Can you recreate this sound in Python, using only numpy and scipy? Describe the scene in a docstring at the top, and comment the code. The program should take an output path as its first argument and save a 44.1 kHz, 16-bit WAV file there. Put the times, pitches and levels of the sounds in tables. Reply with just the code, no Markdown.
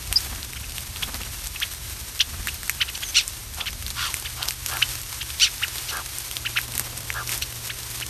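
"""Outdoors, one microphone close to a stone bowl of seed where blackbirds feed, over a low rumble and hiss.
It opens on a sharp peck, a whistle and a flutter of wings; from there on beaks tap and crack husks, feet
shuffle the grain, short arched chips pass through the flock, and now and then a bird flutters again.
From about 3 s come harsh check calls, a thin whistle and, farther off, low trilled churrs.
Near 4 s the hum of a distant engine comes up and stays under the feeding to the end."""
import sys
import numpy as np
from scipy import signal
from scipy.fft import rfft, irfft, next_fast_len
from scipy.io import wavfile
from scipy.ndimage import map_coordinates

SR = 44100
rng = np.random.default_rng(int(sys.argv[2]) if len(sys.argv) > 2 else 0)


def file_out(sig):
    """Save sig as 16-bit WAV at sys.argv[1]."""
    # one column per channel
    cols = np.atleast_2d(sig).T
    # limit, then scale
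    lim = np.clip(cols, -1, 1)
    pcm = np.round(lim * 32767).astype(np.int16)
    wavfile.write(sys.argv[1], SR, pcm)


N = 356769
TOP_HZ = 13250  # upper edge of the microphone's band

# Levels are relative: each source applies its own gain and envelope.
# loudest beak strikes, close up: t/s, level/dB, ring f/Hz, snap against ring/dB
BEAK_STRIKES = [(0.1267, -3, 3000, 8), (.207, -16, 5930, -9), (.430, -16.5, 4270, -13),
                (.782, -13.5, 3030, -5), (.807, -18, 12000, -4), (.961, -18, 3200, -6),
                (1.144, -12.5, 4300, 4), (1.472, -13, 6800, -3), (1.602, -15, 5600, 2),
                (2.193, -13, 5500, 0), (2.472, -9.5, 1690, 4), (2.544, -16, 11800, 13),
                (2.632, -15, 1810, 5), (2.696, -2.5, 2160, 4.5), (3.279, -7.5, 8400, -15),
                (3.659, -16, 2800, -4), (3.865, -13.5, 3980, -2), (3.904, -16, 4500, -4),
                (4.142, -6, 2320, 4), (4.199, -13, 9450, -11), (4.429, -7, 4100, -4),
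                (4.486, -4, 4830, -29), (4.508, -10, 2370, 6), (4.662, -5.5, 3000, 12),
                (4.770, -12, 2180, 6), (5.304, -18.5, 3300, -17), (5.399, -8, 3700, -4),
                (5.783, -14, 3980, -4), (6.185, -10, 8900, -10), (6.313, -11.5, 3060, 2),
                (6.368, -8, 3300, -1), (6.588, -9.5, 1820, -4), (6.615, -14, 11700, 3),
                (6.721, -14, 4000, 7), (6.753, -12, 7900, -3), (6.779, -6, 1706, 18.5),
                (6.796, -5, 1910, 12), (6.977, -13.5, 4700, 8), (7.103, -9, 2160, -11),
                (7.275, -13, 5800, -2), (7.293, -8.5, 2380, 4), (7.329, -15, 2500, -4),
                (7.378, -12, 9800, 0), (7.423, -9, 3020, 3)]
# spectrum of a dry husk snapping: f/Hz, level/dB
HUSK_SPECTRUM = [(300, -22), (1500, 2), (4000, 10), (7000, 11.5), (9500, 16.5), (10800, -8), (12500, 25),
                 (13600, -22)]
# short arched chips: top t/s, top f/Hz, fall/s, level/dB, octave on the way up/dB, roughness/0-1
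CHIP_CALLS = [(.571, 2770, 0.017, -34, -8, 0.67), (.643, 2570, 0.0091, -38.5, -7, 0.41),
              (1.035, 3500, 0.0031, -19, -11, .1), (1.218, 2700, .008, -37, -2, .4),
              (1.563, 2760, 0.0087, -34.5, -12, 0.54), (1.631, 3360, 0.014, -17.5, -17, 0.28),
              (2.215, 3730, 0.0073, -16, 8, 0.42), (2.489, 3020, 0.0068, -23.5, -17, 0.35),
              (2.822, 3210, .018, -19, -1, .5), (2.893, 3050, 0.017, -31, -3, 0.5),
              (3.038, 3410, 0.0057, -23, -10, .37), (3.615, 3510, 0.0043, -21, -6, 0.2),
              (3.680, 3190, .016, -24.5, 0, 0.54), (4.267, 2950, 0.021, -31, 1.5, .44),
              (4.427, 3250, 0.0054, -26.5, -11, 0.3), (4.829, 3090, 0.0044, -11.5, -23, 0.37),
              (5.221, 3190, 0.0042, -25, 0, 0.22), (5.475, 2580, 0.015, -27, -12, 0.32),
              (5.637, 2890, 0.023, -19, -27, 0.3), (6.466, 3090, 0.0169, -21, -12, 0.23),
              (6.577, 3035, 0.019, -17, -21, 0.39), (7.709, 2250, .012, -28, -1, 0.27),
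              (8.028, 3080, 0.015, -26.5, -14, 0)]
# resonance of throat and beak in a chip: f/Hz, level/dB
CHIP_TRACT = [(700, -16), (1300, -0.5), (2000, -2.5), (2900, 2), (4500, -3.5), (6000, -7), (7500, -15),
              (12000, -7)]
# longer, harsh check calls: top t/s, top f/Hz, arch half-width/s, level/dB
CHECK_CALLS = [(2.955, 1493, 0.0055, -25.5), (3.176, 1467, 0.021, -12), (5.432, 1533, 0.022, -12),
               (5.899, 1497, 0.015, -27.5), (7.428, 1497, 0.0073, -22)]
# resonance of the throat with the beak open: f/Hz, level/dB
CHECK_TRACT = [(800, -34), (1700, -9), (2300, 1), (2950, 3.5), (3600, 5), (4500, 0.5), (5800, 1.5),
               (6700, -8), (9000, -13), (13000, -21)]
# whistles, silent if the end precedes the start:
# start t/s, turn t/s, end t/s, level/dB, start f/Hz, turn f/Hz, end f/Hz, quaver/dB
WHISTLE_NOTES = [(0.1573, .171, 0.18, -10.5, 4800, 5370, 4200, -0.5),
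                 (.176, .184, .195, -27, 5400, 5350, 5250, 3),
                 (3.03, 3.066, 3.117, -32.5, 6860, 6100, 6300, 3.5),
                 (3.212, 3.238, 3.19, -32, 8750, 8760, 8880, 8.5)]
# churrs from farther off: start t/s, length/s, level/dB, f/Hz, harshness/dB, low body/dB
CHURR_CALLS = [(3.564, .1, -43.5, 1250, -3, 0), (3.956, 0.16, -34.5, 1228, 7, -22),
               (4.361, 0.14, -41, 1215, 2, -1), (4.686, .125, -35.5, 1372, -4, -2.5),
               (5.907, .118, -33.5, 1337, -5, -4), (7.139, 0.098, -30.5, 1376, -15, -10)]
# spectra of a churr's hiss and of its low body: f/Hz, level/dB
RASP_SPECTRUM = [(700, -31), (1100, -3), (1600, -7), (2200, -9), (2950, -2.5), (3500, -5), (4500, -4.5),
                 (6500, -14), (10000, -19)]
BODY_SPECTRUM = [(250, -12), (450, -7.5), (700, 1.5), (1100, -1), (1700, -9), (2200, -41)]
# short flutters: first wingbeat t/s, length/s, air push level/dB, feather swish level/dB
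WING_FLUTTERS = [(0.117, .04, -26, -37), (0.269, 0.18, -26, -35.5), (0.969, 0.307, -34, -32.5),
                 (2.282, 0.19, -32, -38.5), (6.631, 0.4, -50, -38.5)]
# spectrum of swishing feathers: f/Hz, level/dB
FEATHER_SPECTRUM = [(100, 1), (220, 5), (450, -5.5), (1100, -0.5), (2500, -6.5), (6000, -19), (13000, -21)]
# how busily the flock shuffles the seed: t/s, level/dB
BUSTLE_LEVEL = [(0.0, -39), (0.2, -36.5), (0.52, -41), (1.06, -39), (1.35, -40), (3.2, -39), (3.42, -41.5),
                (3.87, -40), (4.08, -37.5), (4.6, -39.5), (4.82, -37.5), (5.11, -38.5), (5.9, -36.5),
                (6.51, -40), (7.01, -39.5), (7.23, -38.5), (7.61, -40), (8.09, -37.5)]
# feet scuffing in the bowl: t/s, half-length/s, level/dB
FOOT_SCUFFS = [(1.455, 0.024, -31.5), (1.731, 0.024, -32), (3.908, 0.0064, -31), (4.486, 0.007, -25.5),
               (4.7, 0.025, -29), (4.904, 0.061, -32.5), (6.205, .008, -36), (6.682, 0.0038, -34),
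               (6.757, 0.013, -33.5), (6.976, 0.0078, -33.5), (7.325, 0.045, -27.5), (7.662, 0.033, -31.5)]
# spectrum of grains rubbing together: f/Hz, level/dB
GRAIN_SPECTRUM = [(180, -33), (300, -2), (363, -3), (475, -8), (801, -5), (909, -3), (1530, -1.5),
                  (4160, 0.5), (4950, 0), (5980, 1.5), (7580, -2), (8750, 2), (10600, -4.5), (12600, 3),
                  (13200, -6)]
# course of the low rumble, the open air and the distant engine: t/s, level/dB
RUMBLE_LEVEL = [(0, -37), (.4, -38.5), (1.1, -36), (1.55, -41), (2.0, -37.5), (2.18, -44.5), (2.35, -36),
                (3.2, -44), (3.83, -36), (4.3, -42), (5.0, -41), (5.8, -42.5), (6.3, -45.5), (7.12, -41),
                (7.64, -45), (8.09, -42.5)]
AIR_LEVEL = [(0, -51), (1.7, -56.5), (3.75, -55), (5.3, -65.5), (6.8, -47.5), (8.09, -51.5)]
ENGINE_LEVEL = [(0, -52.5), (3.6, -57.5), (4.1, -46.5), (4.9, -45.5), (6, -50.5), (6.6, -42.5), (8.09, -44)]
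# spectra of the rumble and the open air: f/Hz, level/dB
RUMBLE_SPECTRUM = [(12, -40), (20, -31), (38, -1), (59, 0.5), (74, 0.5), (97, -6.5), (124, -9),
                   (146, -16.5), (260, -22), (340, -53), (570, -120)]
AIR_SPECTRUM = [(100, 3), (180, 2), (320, 1.5), (520, 0), (1000, -5.5), (2500, -24), (6000, -25)]
# decay of the yard's echo: f/Hz, t60/s
YARD_DECAY = [(200, 0.11), (3000, 0.11), (10000, 0.099)]


def pecks(ring_cycles=0.73, snap_s=0.00039, settle_s=0.02, settle_db=-27, gain_db=1,
          light_per_s=3, light_db=-19, light_hz=4200):
    """Close to the microphone a husk snaps, beak and seed ring for a cycle or two, and grains settle."""
    out, t = np.zeros(N), np.arange(1024) / SR
    light = []  # lighter pecks at random, all over the bowl
    for _ in range(round(light_per_s * N / SR)):
        s = rng.uniform(0, N / SR)
        db = light_db + 2 * rng.standard_normal()
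        hz = min(light_hz * 2 ** (.6 * rng.standard_normal()), TOP_HZ)
        light.append((s, db, hz, 0))
    for s, db, hz, snap_db in BEAK_STRIKES + light:
        ring = np.sin(2 * np.pi * hz * t) * np.exp(-t * hz / ring_cycles) * (1 - np.exp(-t * hz)) ** 2
        snap = noise(HUSK_SPECTRUM, len(t)) * t / snap_s * np.exp(-(t / snap_s) ** 2)
        hit = ring / np.abs(ring).max() + amp(snap_db) * snap / np.abs(snap).max()
        settle = amp(settle_db) * noise(HUSK_SPECTRUM, len(t)) * np.exp(-t / settle_s)
        add(out, s, amp(db + gain_db) * (hit / np.abs(hit).max() + settle))
    return out


def chips(base_hz=1000, jitter=0.101, hiss_db=-4, tilt_db=-7, purer_db=11, tail_db=-15, tail_s=0.018,
          second_ratio=1.25, lead_s=0.00301, octave_top_hz=6500):
    """The pitch shoots up and drops, loudest at the top; the note grows purer and leaves a hoarse tail."""
    out, t = np.zeros(N), np.arange(-3072, 3072) / SR
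    for s, top_hz, fall_s, db, octave_db, rough in CHIP_CALLS:
        # a chip that falls slowly also rises more slowly and arches wider
        rise_s, width_s = .014 + 0.63 * fall_s, .005 + 0.1107 * fall_s

        def arch(time):
            """Jittery pitch that peaks at time zero."""
            hz = base_hz + (top_hz - base_hz) / (1 + (time / width_s) ** 2)
            return hz * (1 + jitter * rough * wobble(595.7, len(t)))

        pitch = arch(t)
        tone = voice(pitch, CHIP_TRACT, tilt_db - purer_db * np.clip(t / width_s + 1, 0, 1))
        # the octave flares on the way up; the beak passes little of it above octave_top_hz
        flare = np.exp(-((t / width_s + 0.77) / 1.4) ** 2)
        beak_gain = amp(along(CHIP_TRACT, 2 * pitch)) / (1 + (2 * pitch / octave_top_hz) ** 10)
        octave = amp(octave_db) * flare * beak_gain * np.sin(2 * phase_of(pitch))
        # in rough notes the other side of the syrinx sounds too, higher and slightly ahead
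        second_side = np.sin(phase_of(second_ratio * arch(t + lead_s)))
        tone += rough * second_side * np.exp(-((t + lead_s) / width_s / 2) ** 2)
        hiss = noise(CHIP_TRACT, len(t))
        tone = tone * (1 + rough * wobble(823, len(t))) + amp(hiss_db) * rough * hiss
        progress = np.clip(np.where(t < 0, t / rise_s, t / fall_s), -1, 1)
        effort = np.cos(np.pi / 2 * progress) ** 2 * (pitch / top_hz) ** 0.42
        tail = amp(tail_db) * np.sqrt(rough) * hiss * (t > 0) * np.exp(-np.abs(t) / tail_s)
        add(out, s + t[0], amp(db) * (effort * tone + octave + tail))
    return out


def checks(base_hz=860, jitter=.013, flutter=.27, hoarse_db=-9):
    """A flat-topped arch of pitch whose middle harmonics carry the call; it frays into hiss at the end."""
    out, t = np.zeros(N), np.arange(-4096, 4096) / SR
    for s, top_hz, width_s, db in CHECK_CALLS:
        u = t / width_s
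        arch_hz = base_hz + (top_hz - base_hz) / (1 + np.abs(u) ** 2.1)
        pitch = arch_hz * (1 + jitter * wobble(511, len(t)))
        tone = voice(pitch, CHECK_TRACT, tilt_db=0) * np.exp(-(u / 0.96) ** 2)
        tone *= 1 + flutter * wobble(479, len(t))
        hiss = amp(hoarse_db) * noise(CHECK_TRACT, len(t)) * np.exp(-((u - 0.05) / 1.7) ** 2)
        onset = np.clip((u + 1.63) * 4, 0, 1)
        add(out, s + t[0], amp(db) * onset * (tone + hiss))
    return out


def voice(pitch, tract, tilt_db):
    """Seven harmonics light up as they sweep through the resonance of throat and beak."""
    k = np.arange(1, 8)[:, None]
    gains = amp(along(tract, k * pitch) + tilt_db * (k - 1)) * (k * pitch < TOP_HZ)
    loudest_rms = np.sqrt(np.sum(gains ** 2, axis=0).max() / 2)
    return np.sum(gains * np.sin(k * phase_of(pitch)), axis=0) / loudest_rms


def whistles(waver=0.012, overtone_db=-26, attack_s=.003, release_s=0.01):
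    """Nearly pure high notes bend to a turning point, then slide; the thin ones quaver."""
    out = np.zeros(N)
    for start, turn, end, db, start_hz, turn_hz, end_hz, quaver_db in WHISTLE_NOTES:
        t = np.arange(start, end, 1 / SR)
        bend, slide = np.interp(t, [start, turn], [0, 1]), np.interp(t, [turn, end], [0, 1])
        hz = start_hz + (turn_hz - start_hz) * bend ** 2 + (end_hz - turn_hz) * slide
        phase = phase_of(hz * (1 + waver * wobble(450, len(t))))
        effort = np.clip(np.minimum((t - start) / attack_s, (end - t) / release_s), 0, 1)
        level = effort * amp(db + quaver_db * wobble(187, len(t)))
        add(out, start, level * (np.sin(phase) + amp(overtone_db) * np.sin(2 * phase)))
    return out


def churrs(trill_hz=84.1, depth=.2, jitter=.04, arch=0.38, sag=0.126, overtone_db=-17):
    """A farther bird trills a low, sagging note; each dip grates low, and pulsed hiss makes it harsh."""
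    out, t = np.zeros(N), np.arange(8192) / SR
    for s, length, db, hz, harsh_db, body_db in CHURR_CALLS:
        u = np.clip(t / length, 0, 1)
        effort = np.abs(np.sin(np.pi * u ** 0.85)) ** 0.788
        trill = np.sin(phase_of(trill_hz * (1 + 0.063 * wobble(54, len(t)))))
        glide = arch * (effort - .8) - sag * (u - .5)
        vibrato = depth * (1 - u ** 4) * trill
        phase = phase_of(hz * (1 + vibrato + glide + jitter * wobble(820, len(t))))
        tone = unit((np.sin(phase) + amp(overtone_db) * np.sin(2 * phase)) * (1 + .25 * trill))
        hiss = amp(harsh_db) * noise(RASP_SPECTRUM, len(t)) * (1 + 0.34 * trill)
        body = amp(body_db) * unit(noise(BODY_SPECTRUM, len(t)) * (1 - trill) ** 2)
        add(out, s, amp(db) * effort * (tone + hiss + body))
    return out


def wings(wingbeat_s=.06, push_hz=62, push_s=0.014, swish_s=0.0098, taper_db=8):
    """Each downstroke pushes a low pulse of air and swishes the feathers, strongest in mid-flutter."""
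    out, t = np.zeros(N), np.arange(-2048, 2048) / SR
    for start, length, push_db, swish_db in WING_FLUTTERS:
        beats = np.arange(start, start + length, wingbeat_s)
        for s in beats:
            effort = amp(-taper_db * (2 * (s - beats.mean()) / length) ** 2)
            push = amp(push_db) * np.sin(2 * np.pi * push_hz * t) * np.exp(-(t / push_s) ** 2)
            swish = amp(swish_db) * noise(FEATHER_SPECTRUM, len(t)) / (1 + (t / swish_s) ** 2)
            add(out, s + t[0], effort * (push + swish))
    return out


def shuffled_seed(fidget_db=1.5, hiss_db=2, rustle_db=-2, crunch_db=-7, crunch_s=0.0028):
    """Seed shifts in the bowl: a fine hiss, a rustle of grains, small crunches and the scuffs of feet."""
    t = np.arange(N) / SR
    bustle_db = curve(BUSTLE_LEVEL) + fidget_db * np.tanh(wobble(14, N))
    hiss = amp(hiss_db) * noise(GRAIN_SPECTRUM, N)
    clumps_db = 6.5 * np.tanh(wobble(60, N))
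    rustle = amp(rustle_db + clumps_db) * colour(grains(per_s=4000, spread_db=6), GRAIN_SPECTRUM)
    # each crunch is a burst of contacts that dies in a few milliseconds
    triggers = np.abs(grains(per_s=40, spread_db=11.5))
    bursts = signal.fftconvolve(triggers, np.exp(-t[:1024] / crunch_s))[:N]
    crunches = amp(crunch_db) * colour(bursts * rng.standard_normal(N), GRAIN_SPECTRUM)
    footwork = sum(amp(db) * np.exp(-((t - s) / half_s) ** 2) for s, half_s, db in FOOT_SCUFFS)
    scuffs = footwork * colour(grains(per_s=4000, spread_db=9), GRAIN_SPECTRUM)
    return amp(bustle_db) * (hiss + rustle + crunches) + scuffs


def grains(per_s, spread_db):
    """Random tiny contacts, most weak and a few strong."""
    strength = amp(spread_db * np.minimum(rng.exponential(size=N), 2.6))
    return (rng.random(N) < per_s / SR) * strength * rng.choice([-1, 1], N)


def distant_engine(start_hz=121.8, sag_hz_per_s=0.4):
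    """Far off, an engine hums one slightly unsteady note and slows very gradually."""
    hz = start_hz - sag_hz_per_s * np.arange(N) / SR
    sway_db, drift_hz = 1.3 * wobble(5, N), .4 * wobble(4, N)
    return amp(curve(ENGINE_LEVEL) + sway_db) * unit(np.sin(phase_of(hz + drift_hz)))


def open_air():
    """The bed of the place: a low rumble and a soft hiss, each rising and falling."""
    rumble = amp(curve(RUMBLE_LEVEL)) * noise(RUMBLE_SPECTRUM, N)
    return rumble + amp(curve(AIR_LEVEL)) * noise(AIR_SPECTRUM, N)


def yard_echo(x, early_s=0.011, late_db=-9, delay_s=.002):
    """Ground and cactus pads scatter the sound at once; a faint short tail follows."""
    hz, frame_s, spectra = signal.stft(rng.standard_normal(SR // 4), SR, nperseg=256)
    decay = amp(-60 * frame_s / along(YARD_DECAY, hz)[:, None])
    late = signal.istft(spectra * decay, SR, nperseg=256)[1]
    t = np.arange(len(late)) / SR
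    early = rng.standard_normal(len(t)) * np.exp(-t / early_s)
    response = (unit(early) + amp(late_db) * unit(late)) * (t > delay_s)
    return signal.fftconvolve(x, response / np.linalg.norm(response))[:N]


def amp(db):
    """Decibels to gain."""
    return 10 ** (np.asarray(db) / 20)


def unit(x):
    """Scale to rms 1."""
    return x / np.sqrt(np.mean(x ** 2) + 1e-20)


def along(points, hz):
    """Read (f/Hz, value) points at hz, on a log frequency axis."""
    f, values = np.transpose(points)
    return np.interp(np.log(hz + 1), np.log(f + 1), values)


def curve(points):
    """One value per sample from (t/s, value) points."""
    return np.interp(np.arange(N) / SR, *np.transpose(points))


def wobble(per_s, size):
    """A smooth random curve with per_s knots a second."""
    knots = rng.standard_normal(int(size * per_s / SR) + 4)
    return map_coordinates(knots, [np.arange(size) * per_s / SR])


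def colour(x, spectrum):
    """x through a (f/Hz, level/dB) spectrum, at rms 1."""
    m = next_fast_len(len(x) + 512)
    gain = amp(along(spectrum, np.fft.rfftfreq(m, 1 / SR)))
    return unit(irfft(rfft(x, m) * gain, m)[:len(x)])


def noise(spectrum, size):
    """Coloured noise of rms 1."""
    return colour(rng.standard_normal(size), spectrum)


def phase_of(hz):
    """Running phase of a moving pitch."""
    return 2 * np.pi * np.cumsum(hz) / SR


def add(track, s, x):
    """Mix x into the track from time s."""
    i = max(round(s * SR), 0)
    track[i:i + len(x)] += x[:max(N - i, 0)]


def scene(call_wet_db=-12, peck_wet_db=-15, churr_wet_db=-8, whistle_wet_db=-19):
    """Mono, from beside the bowl: near beaks are almost dry; the farther churrs carry most echo."""
    calls, taps, trills, notes = chips() + checks(), pecks(), churrs(), whistles()
    echo = yard_echo(amp(call_wet_db) * calls + amp(peck_wet_db) * taps
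                     + amp(churr_wet_db) * trills + amp(whistle_wet_db) * notes)
    flock = calls + taps + trills + notes + echo + wings() + shuffled_seed()
    return (flock + distant_engine() + open_air())[None]


def record(dry, edge_hz=150):
    """The microphone chain keeps nothing above its band limit."""
    m = next_fast_len(N + 4096)
    hz = np.fft.rfftfreq(m, 1 / SR)
    passband = np.clip((TOP_HZ - hz) / edge_hz, 0, 1)
    return irfft(rfft(dry, m) * passband, m)[..., :N]


dry = scene()
out = record(dry)
file_out(out)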